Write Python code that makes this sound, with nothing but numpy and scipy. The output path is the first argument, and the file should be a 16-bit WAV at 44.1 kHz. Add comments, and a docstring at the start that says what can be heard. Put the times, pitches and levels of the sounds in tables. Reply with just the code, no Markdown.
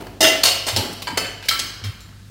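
"""A wet rub, a tap on a cup, then a plate clatters against cutlery and dishes: washing up by hand.
Each contact is a short noise clack plus the ringing modes of the thing struck.
Wet gloves and sponge swish; the basin booms when pushed. Clatter and rubs echo in a tiled kitchen,
coloured by the dish rack. Mains hum and faint room noise run underneath."""
import sys
import numpy as np
from scipy import signal
from scipy.fft import rfft, irfft
from scipy.io import wavfile
from scipy.ndimage import uniform_filter1d

SR = 44100
rng = np.random.default_rng(int(sys.argv[2]) if len(sys.argv) > 2 else 0)


def log_audio(samples):
    """Write samples as a 16-bit WAV file to the path given in sys.argv[1]."""
    # one column per channel
    frames = np.atleast_2d(samples).T
    # limit to full scale, then quantise
    limited = np.clip(frames, -1, 1)
    pcm = np.round(limited * 32767).astype(np.int16)
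    wavfile.write(sys.argv[1], SR, pcm)


N = 101429

# Six noise bands: f/Hz
BAND_CENTRES_HZ = [250, 630, 1600, 3900, 7700, 12600]
# Contacts: t/s, thing struck, relative ring level/dB, clack decay/s, 6 x relative band level/dB
STRIKES = [ (0.068, "cup", -27.5, 0.0022, -32, -29, -20, -37, -37, -47),
           (.206, "plate", -9.5, 0.021, -22.5, -12, -27, -8.5, -11, -20.5),
           (0.219, "plate", -20, 0.015, -30, -32, -22, -21, -26, -40),
           (0.227, "plate", -6, 0.015, -44, -32, -30, -20, -27, -18),
           (0.242, "plate", -29, 0.018, -14, -28, -12.5, -11, -35, -35),
           (0.269, "plate", -11.5, 0.033, -38, -12.5, -38, -17.5, -26, -45),
           (0.434, "cutlery", -5, 0.027, -33, -19, -19, -8.5, -15, -20),
           (0.454, "cutlery", -6, 0.029, -33, -16.5, -20.5, -10, -18, -28),
           (0.666, "cutlery", -18.5, 0.016, -25, -20.5, -31, -20, -24.5, -38),
           (0.683, "plate", -38, 0.021, -55, -19, -30.5, -14.5, -24.5, -38),
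           (0.762, "spoon", -4, 0.011, -22, -21, -30, -12.5, -24, -25.5),
           (0.77, "basin", -12, 0.0091, -18, -17, -30, -13, -19, -27),
           (0.77, "rim", -21, 0.0065, -29, -27, -38, -15, -40, -40),
           (0.785, "basin", -11.5, 0.018, -21, -24, -33, -19.5, -31, -33),
           (1.020, "rim", -43, 0.0089, -45, -36.5, -31.5, -22, -29.5, -32.5),
           (1.071, "cup", -2, 0.021, -42, -29.5, -23, -27, -31, -43),
           (1.105, "cup", -10, 0.0039, -38, -45, -29, -40, -47, -56),
           (1.173, "rim", -4.5, 0.01, -24, -20.5, -15.5, -14.5, -16, -25.5),
           (1.245, "rim", -19, .008, -58, -51, -18, -24, -37, -57),
           (1.425, "cup", -23, 0.021, -62, -64, -30.5, -27.5, -40, -46),
           (1.456, "rim", -24.5, 0.013, -58, -65, -43, -38, -42, -45),
           (1.485, "bowl", -6.5, 0.0083, -27, -46, -14, -7, -21, -18),
           (1.489, "bowl", -9, 0.0076, -43, -22, -43, -8, -19.5, -37),
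           (1.51, "pot", -2, 0.021, -37, -35.5, -17, -30, -25.5, -47),
           (1.591, "bowl", -22.5, 0.012, -34, -37, -25, -14, -19, -30.5),
           (1.839, "bowl", -19.5, 0.028, -37, -44, -31.5, -29.5, -38, -42),
           (2.004, "tine", -4.5, 0.034, -73, -51, -93, -43.5, -50, -54), ]
# Modes of each thing: f/Hz, relative level/dB, T60/s before glove damping
PLATE_MODES = [(319, -23, 0.53), (392, -24, 0.52), (643, -13.5, 0.65), (704, -23, 0.68), (1314, -29, 0.68),
               (1736, -22, 0.56), (1849, -21, 0.68), (2001, -21, 0.59), (2038, -17, 0.62),
               (2789, -11, 0.37), (2844, -20, 0.41), (3035, -22, 0.9), (3103, -25, 0.8), (3706, -22, 0.52),
               (3735, -23, 0.52), (4704, -22, 0.55), (4753, -23, 0.57), (5160, -17, 0.62),
               (5705, -26, 0.55), (5915, -25, 0.54), (5955, -24, 0.54), (6479, -20, 0.48),
               (7196, -26, 0.61), (8424, -28, 0.45), (8588, -20, 0.44), (10742, -35, 0.63),
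               (11376, -30, 0.54), (13534, -29, 0.42), (13929, -28, 0.4)]
CUTLERY_MODES = [(2795, -24, .8), (2860, -23, .9), (3032, -26, .85), (3074, -29, .85), (4206, -26, .67),
                 (4245, -27, .64), (4340, -27, .6), (4381, -19, .58), (4418, -18, .58), (4475, -25, .57),
                 (4748, -26, .49), (5102, -26, .63), (5157, -26, .63), (5689, -25, .48), (6495, -22, .5),
                 (6854, -26, .5), (8534, -21, .43), (9586, -31, .46), (10763, -33, .44), (11034, -28, .46),
                 (13562, -28, .36), (13885, -28, .36)]
CUP_MODES = [(865, -35, .3), (920, -33, .3), (966, -29, .3), (1003, -33, .3), (1608, -24, .13),
             (2315, -34, .18), (3042, -33, .28), (4445, -28, .12), (4794, -31, .3)]
RIM_MODES = [(490, -35, .4), (525, -15, .06), (545, -32, .4), (670, -35, .6), (1308, -31, .48),
             (1550, -31, .6), (1764, -33, .58), (2000, -30, .4), (2330, -33, .3), (3067, -27, .65),
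             (3128, -35, .65), (4412, -25, .6), (4425, -22, .08), (4535, -31, .65), (4759, -32, .6),
             (5223, -27, .25), (7051, -34, .62), (8997, -37, .52), (9932, -39, .4), (10621, -40, .52),
             (15190, -39, .35)]
BOWL_MODES = [(2241, -29, .44), (2280, -21, .06), (2323, -29, .41), (3079, -29, .5), (3140, -19, .07),
              (3167, -25, .53), (3250, -31, .55), (3688, -29, .34), (3760, -20, .05), (4255, -33, .41),
              (4550, -19, .05), (5223, -22, .3), (5250, -20, .08), (5650, -20, .05), (7561, -35, .38),
              (9037, -36, .61), (10636, -36, .36)]
POT_MODES = [(1137, -35, .63), (1300, -25, .07), (1336, -28, .6), (1618, -38, .68)]
SPOON_MODES = [(4250, -22, .14), (5200, -18, .06), (5420, -18, .04)]
TINE_MODES = [(7080, -51, .3), (7250, -48, .35), (7400, -51, .3)]
BASIN_MODES = [(189.6, -34, 0.84), (268, -23, 0.25), (385, -26, 0.67), (845, -24.5, 0.57), (916, -25, 0.43)]
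MODES = {"plate": PLATE_MODES, "cutlery": CUTLERY_MODES, "cup": CUP_MODES, "rim": RIM_MODES,
         "bowl": BOWL_MODES, "pot": POT_MODES, "spoon": SPOON_MODES, "tine": TINE_MODES,
         "basin": BASIN_MODES}
# Sponge and glove rubs: t/s, rise/s, decay/s, 6 x relative band level/dB
WET_RUBS = [ (0., 0.00079, 0.052, -30, -34, -40, -43, -51, -47),
            (.12, 0.05, 0.029, -41, -43, -63, -62, -66, -70),
            (0.669, 0.02, 0.01, -52, -29, -22.5, -29, -23.5, -30),
            (.80, 0.011, 0.083, -32, -35.5, -32, -51, -42, -46),
            (0.925, 0.005, 0.0055, -23, -49, -45, -52, -27, -33.5),
            (1.085, 0.028, 0.033, -24.5, -57, -46, -59, -68, -68),
            (1.50, 0.054, 0.31, -43, -50.5, -35, -56, -63, -67), ]
# Pushes on the basin: t/s, swell/s, hold/s, f/Hz, peak level/dB
BASIN_BOOMS = [(0.722, 0.016, 0.017, 101, -22.5), (0.759, 0.022, 0.028, 97.7, -20.5),
               (1.092, 0.063, 0.019, 98.3, -31.5), (1.813, 0.055, 0.033, 100.4, -21)]
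# Mains hum: f/Hz, rms level/dB
HUM_PARTIALS = [(49.8, -50), (99.8, -45.5)]
# Room noise: f/Hz, relative density/dB
AIR_SPECTRUM = [(32, -30), (45, 2), (110, 2.5), (200, -2.5), (400, -17), (1000, -32.5), (4000, -20.5),
                (9000, -29.5), (16000, -35)]
# Echo decay: f/Hz, T60/s
ECHO_T60 = [(200, 0.81), (700, 0.98), (2000, 0.7), (4500, 0.85), (9000, 0.53), (15000, 0.5)]
# Echo colour: f/Hz, relative level/dB
ECHO_SPECTRUM = [(200, 2), (600, 3.5), (950, 2.5), (1400, 1), (2500, 1), (3700, -9.5), (6000, -5),
                 (14000, 2)]
# Broad resonances of racked dishes: f/Hz, half width/Hz, relative level/dB
RACK_PEAKS = [(3070, 130, 11), (4270, 480, 7.5), (5420, 230, 4)]


def rings(level_db=3, rise_s=0.00028, glove_db_per_s_khz=7, tilt_db_per_khz=0.1147,
          waver_db=3, waver_hz=64):
    """Contacts feed energy to modes that waver as they die; a wet glove damps the high ones most."""
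    out, t = np.zeros(N), since(0)
    for name, modes in MODES.items():
        energy_in = sum(undb(db) ** 2 * np.diff(1 - np.exp(-since(start_s) / rise_s), prepend=0)
                        for start_s, thing, db, *_ in STRIKES if thing == name)
        for hz, db, t60_s in modes:
            khz = hz / 1000
            # Energy kept per sample; factor 2 as energy is amplitude squared.
            retained = fade(2 / SR, t60_s) * undb(-2 * glove_db_per_s_khz * khz / SR)
            energy = signal.lfilter([1], [1, -retained], energy_in + 1e-24)
            waver_rad = 0.22 + 0.10 * khz
            phase = 2 * np.pi * (hz * t + rng.random()) + waver_rad * wander(waver_hz)
            gain = undb(db + tilt_db_per_khz * khz + waver_db * wander(waver_hz))
            out += gain * np.sqrt(energy) * np.sin(phase)
    return undb(level_db) * out


def clacks(level_db=-3, rise_s=0.0019, chatter_db=3, chatter_hz=330, overtone_db=-8):
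    """Each contact gives a hard, chattering crack that also excites high overtones."""
    out = np.zeros(N)
    for name in MODES:
        cracks = sum(band_noise(bands_db) * ramp(start_s, rise_s) * np.exp(-since(start_s) / decay_s)
                     for start_s, thing, _, decay_s, *bands_db in STRIKES if thing == name)
        cracks *= unit_rms(undb(chatter_db * wander(chatter_hz)))
        out += cracks + undb(overtone_db) * convolve(cracks, overtones())
    return undb(level_db) * out


def overtones(count=70, t60_s=0.12):
    """Unit-energy impulse response of a dish's scattered high modes."""
    t = np.arange(SR // 2) / SR
    hz = np.linspace(2300, 16000, count) + rng.uniform(-110, 110, count)
    phase = rng.uniform(0, 2 * np.pi, count)
    ring = np.sin(2 * np.pi * hz[:, None] * t + phase[:, None]).sum(0) * fade(t, t60_s)
    return ring / np.linalg.norm(ring)


def rubs(level_db=-3.5, grain_db=3, grain_hz=250):
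    """Sponge and gloves on wet china: short, grainy swishes."""
    swishes = sum(band_noise(bands_db) * ramp(start_s, rise_s)
                  * np.exp(-since(start_s + rise_s) / decay_s)
                  for start_s, rise_s, decay_s, *bands_db in WET_RUBS)
    grain = unit_rms(undb(grain_db * wander(grain_hz)))
    return undb(level_db) * swishes * grain


def booms(decay_s=0.0057):
    """The basin's low mode swells under a push, holds and dies fast."""
    out = np.zeros(N)
    for start_s, swell_s, hold_s, hz, db in BASIN_BOOMS:
        envelope = ramp(start_s, swell_s) * np.exp(-since(start_s + swell_s + hold_s) / decay_s)
        out += undb(db) * envelope * np.sin(2 * np.pi * hz * since(start_s))
    return out


def kitchen(build_s=0.011):
    """Unit-energy impulse response of tiled room and rack; the top treble dies first."""
    t, f = since(0), bins_hz()
    spectrum = rfft(noise(*np.array(ECHO_SPECTRUM).T)) * rack(f)
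    hz, t60s = np.array(ECHO_T60).T
    tail = np.zeros(N)
    for selector, t60_s in zip(np.eye(len(hz)), t60s):
        band_gain = np.interp(np.log(f), np.log(hz), selector)
        tail += irfft(spectrum * band_gain, N) * fade(t, t60_s)
    tail *= 1 - np.exp(-t / build_s)
    return tail / np.linalg.norm(tail)


def rack(f, count=64, half_width_hz=20, narrow_db=4):
    """Gain at f/Hz of racked dishes ringing along: a few broad resonances, many narrow ones."""
    scattered_hz = np.linspace(2000, 16000, count) + rng.uniform(-60, 60, count)
    peaks = RACK_PEAKS + [(hz, half_width_hz, narrow_db) for hz in scattered_hz]
    return 1 + sum(undb(db) / (1 + ((f - hz) / half_hz) ** 2) for hz, half_hz, db in peaks)


def mains_hum(waver_db=1.2, waver_hz=13.6):
    """Mains fundamental and octave, each wavering in level."""
    return sum(np.sqrt(2) * undb(db + waver_db * wander(waver_hz))
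               * np.sin(2 * np.pi * (hz * since(0) + rng.random())) for hz, db in HUM_PARTIALS)


def room_noise(rms_db=-46):
    """Faint, steady noise, strongest in the bass."""
    return undb(rms_db) * unit_rms(noise(*np.array(AIR_SPECTRUM).T))


def undb(db):
    """Decibels to gain."""
    return 10 ** (np.asarray(db) / 20)


def unit_rms(x):
    """Scale to rms 1."""
    return x / np.sqrt(np.mean(x ** 2))


def since(start_s):
    """Seconds since start_s, zero before."""
    return np.maximum(np.arange(N) / SR - start_s, 0)


def ramp(start_s, rise_s):
    """Linear rise from 0, held at 1."""
    return np.minimum(since(start_s) / rise_s, 1)


def fade(t, t60_s):
    """Exponential decay, 60 dB per t60_s."""
    return np.exp(-np.log(1000) * t / t60_s)


def bins_hz():
    """FFT frequencies, floored at 1 Hz."""
    return np.maximum(np.fft.rfftfreq(N, 1 / SR), 1)


def noise(hz, db):
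    """Noise whose density follows f/Hz, level/dB points."""
    gain = undb(np.interp(np.log(bins_hz()), np.log(hz), db))
    return irfft(rfft(rng.standard_normal(N)) * gain, N)


def band_noise(bands_db):
    """Noise from six band levels, without deep bass."""
    widths_hz = np.array([250, 600, 1500, 3500, 4000, 6000])
    density_db = np.array(bands_db) + 10 * np.log10(SR / 2 / widths_hz)
    return noise([80, 190] + BAND_CENTRES_HZ, np.r_[density_db[0] - 30, density_db[0] - 2, density_db])


def wander(rate_hz):
    """Smoothed random steps, spread near 1."""
    hold = int(SR / rate_hz)
    steps = np.repeat(rng.standard_normal(N // hold + 2), hold)
    return 1.35 * uniform_filter1d(uniform_filter1d(steps, hold), hold)[:N]


def convolve(x, response):
    """Apply an impulse response, cut to N samples."""
    return signal.fftconvolve(x, response)[:N]


def scene(ring_send_db=-19.5, noise_send_db=-4):
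    """Mono mix: dishes and rubs with their echo, basin, hum, room noise."""
    ring = rings()
    bursts = clacks() + rubs()
    echo = convolve(undb(ring_send_db) * ring + undb(noise_send_db) * bursts, kitchen())
    return (ring + bursts + echo + booms() + mains_hum() + room_noise())[None]


def record(dry):
    """The microphone rounds the loudest peaks and cuts the top."""
    ceiling, cutoff_hz = 0.9, 15800
    rounded = dry / (1 + (dry / ceiling) ** 4) ** (1 / 4)
    return signal.sosfilt(signal.ellip(10, 0.2, 70, cutoff_hz, fs=SR, output="sos"), rounded)


dry = scene()
out = record(dry)
log_audio(out)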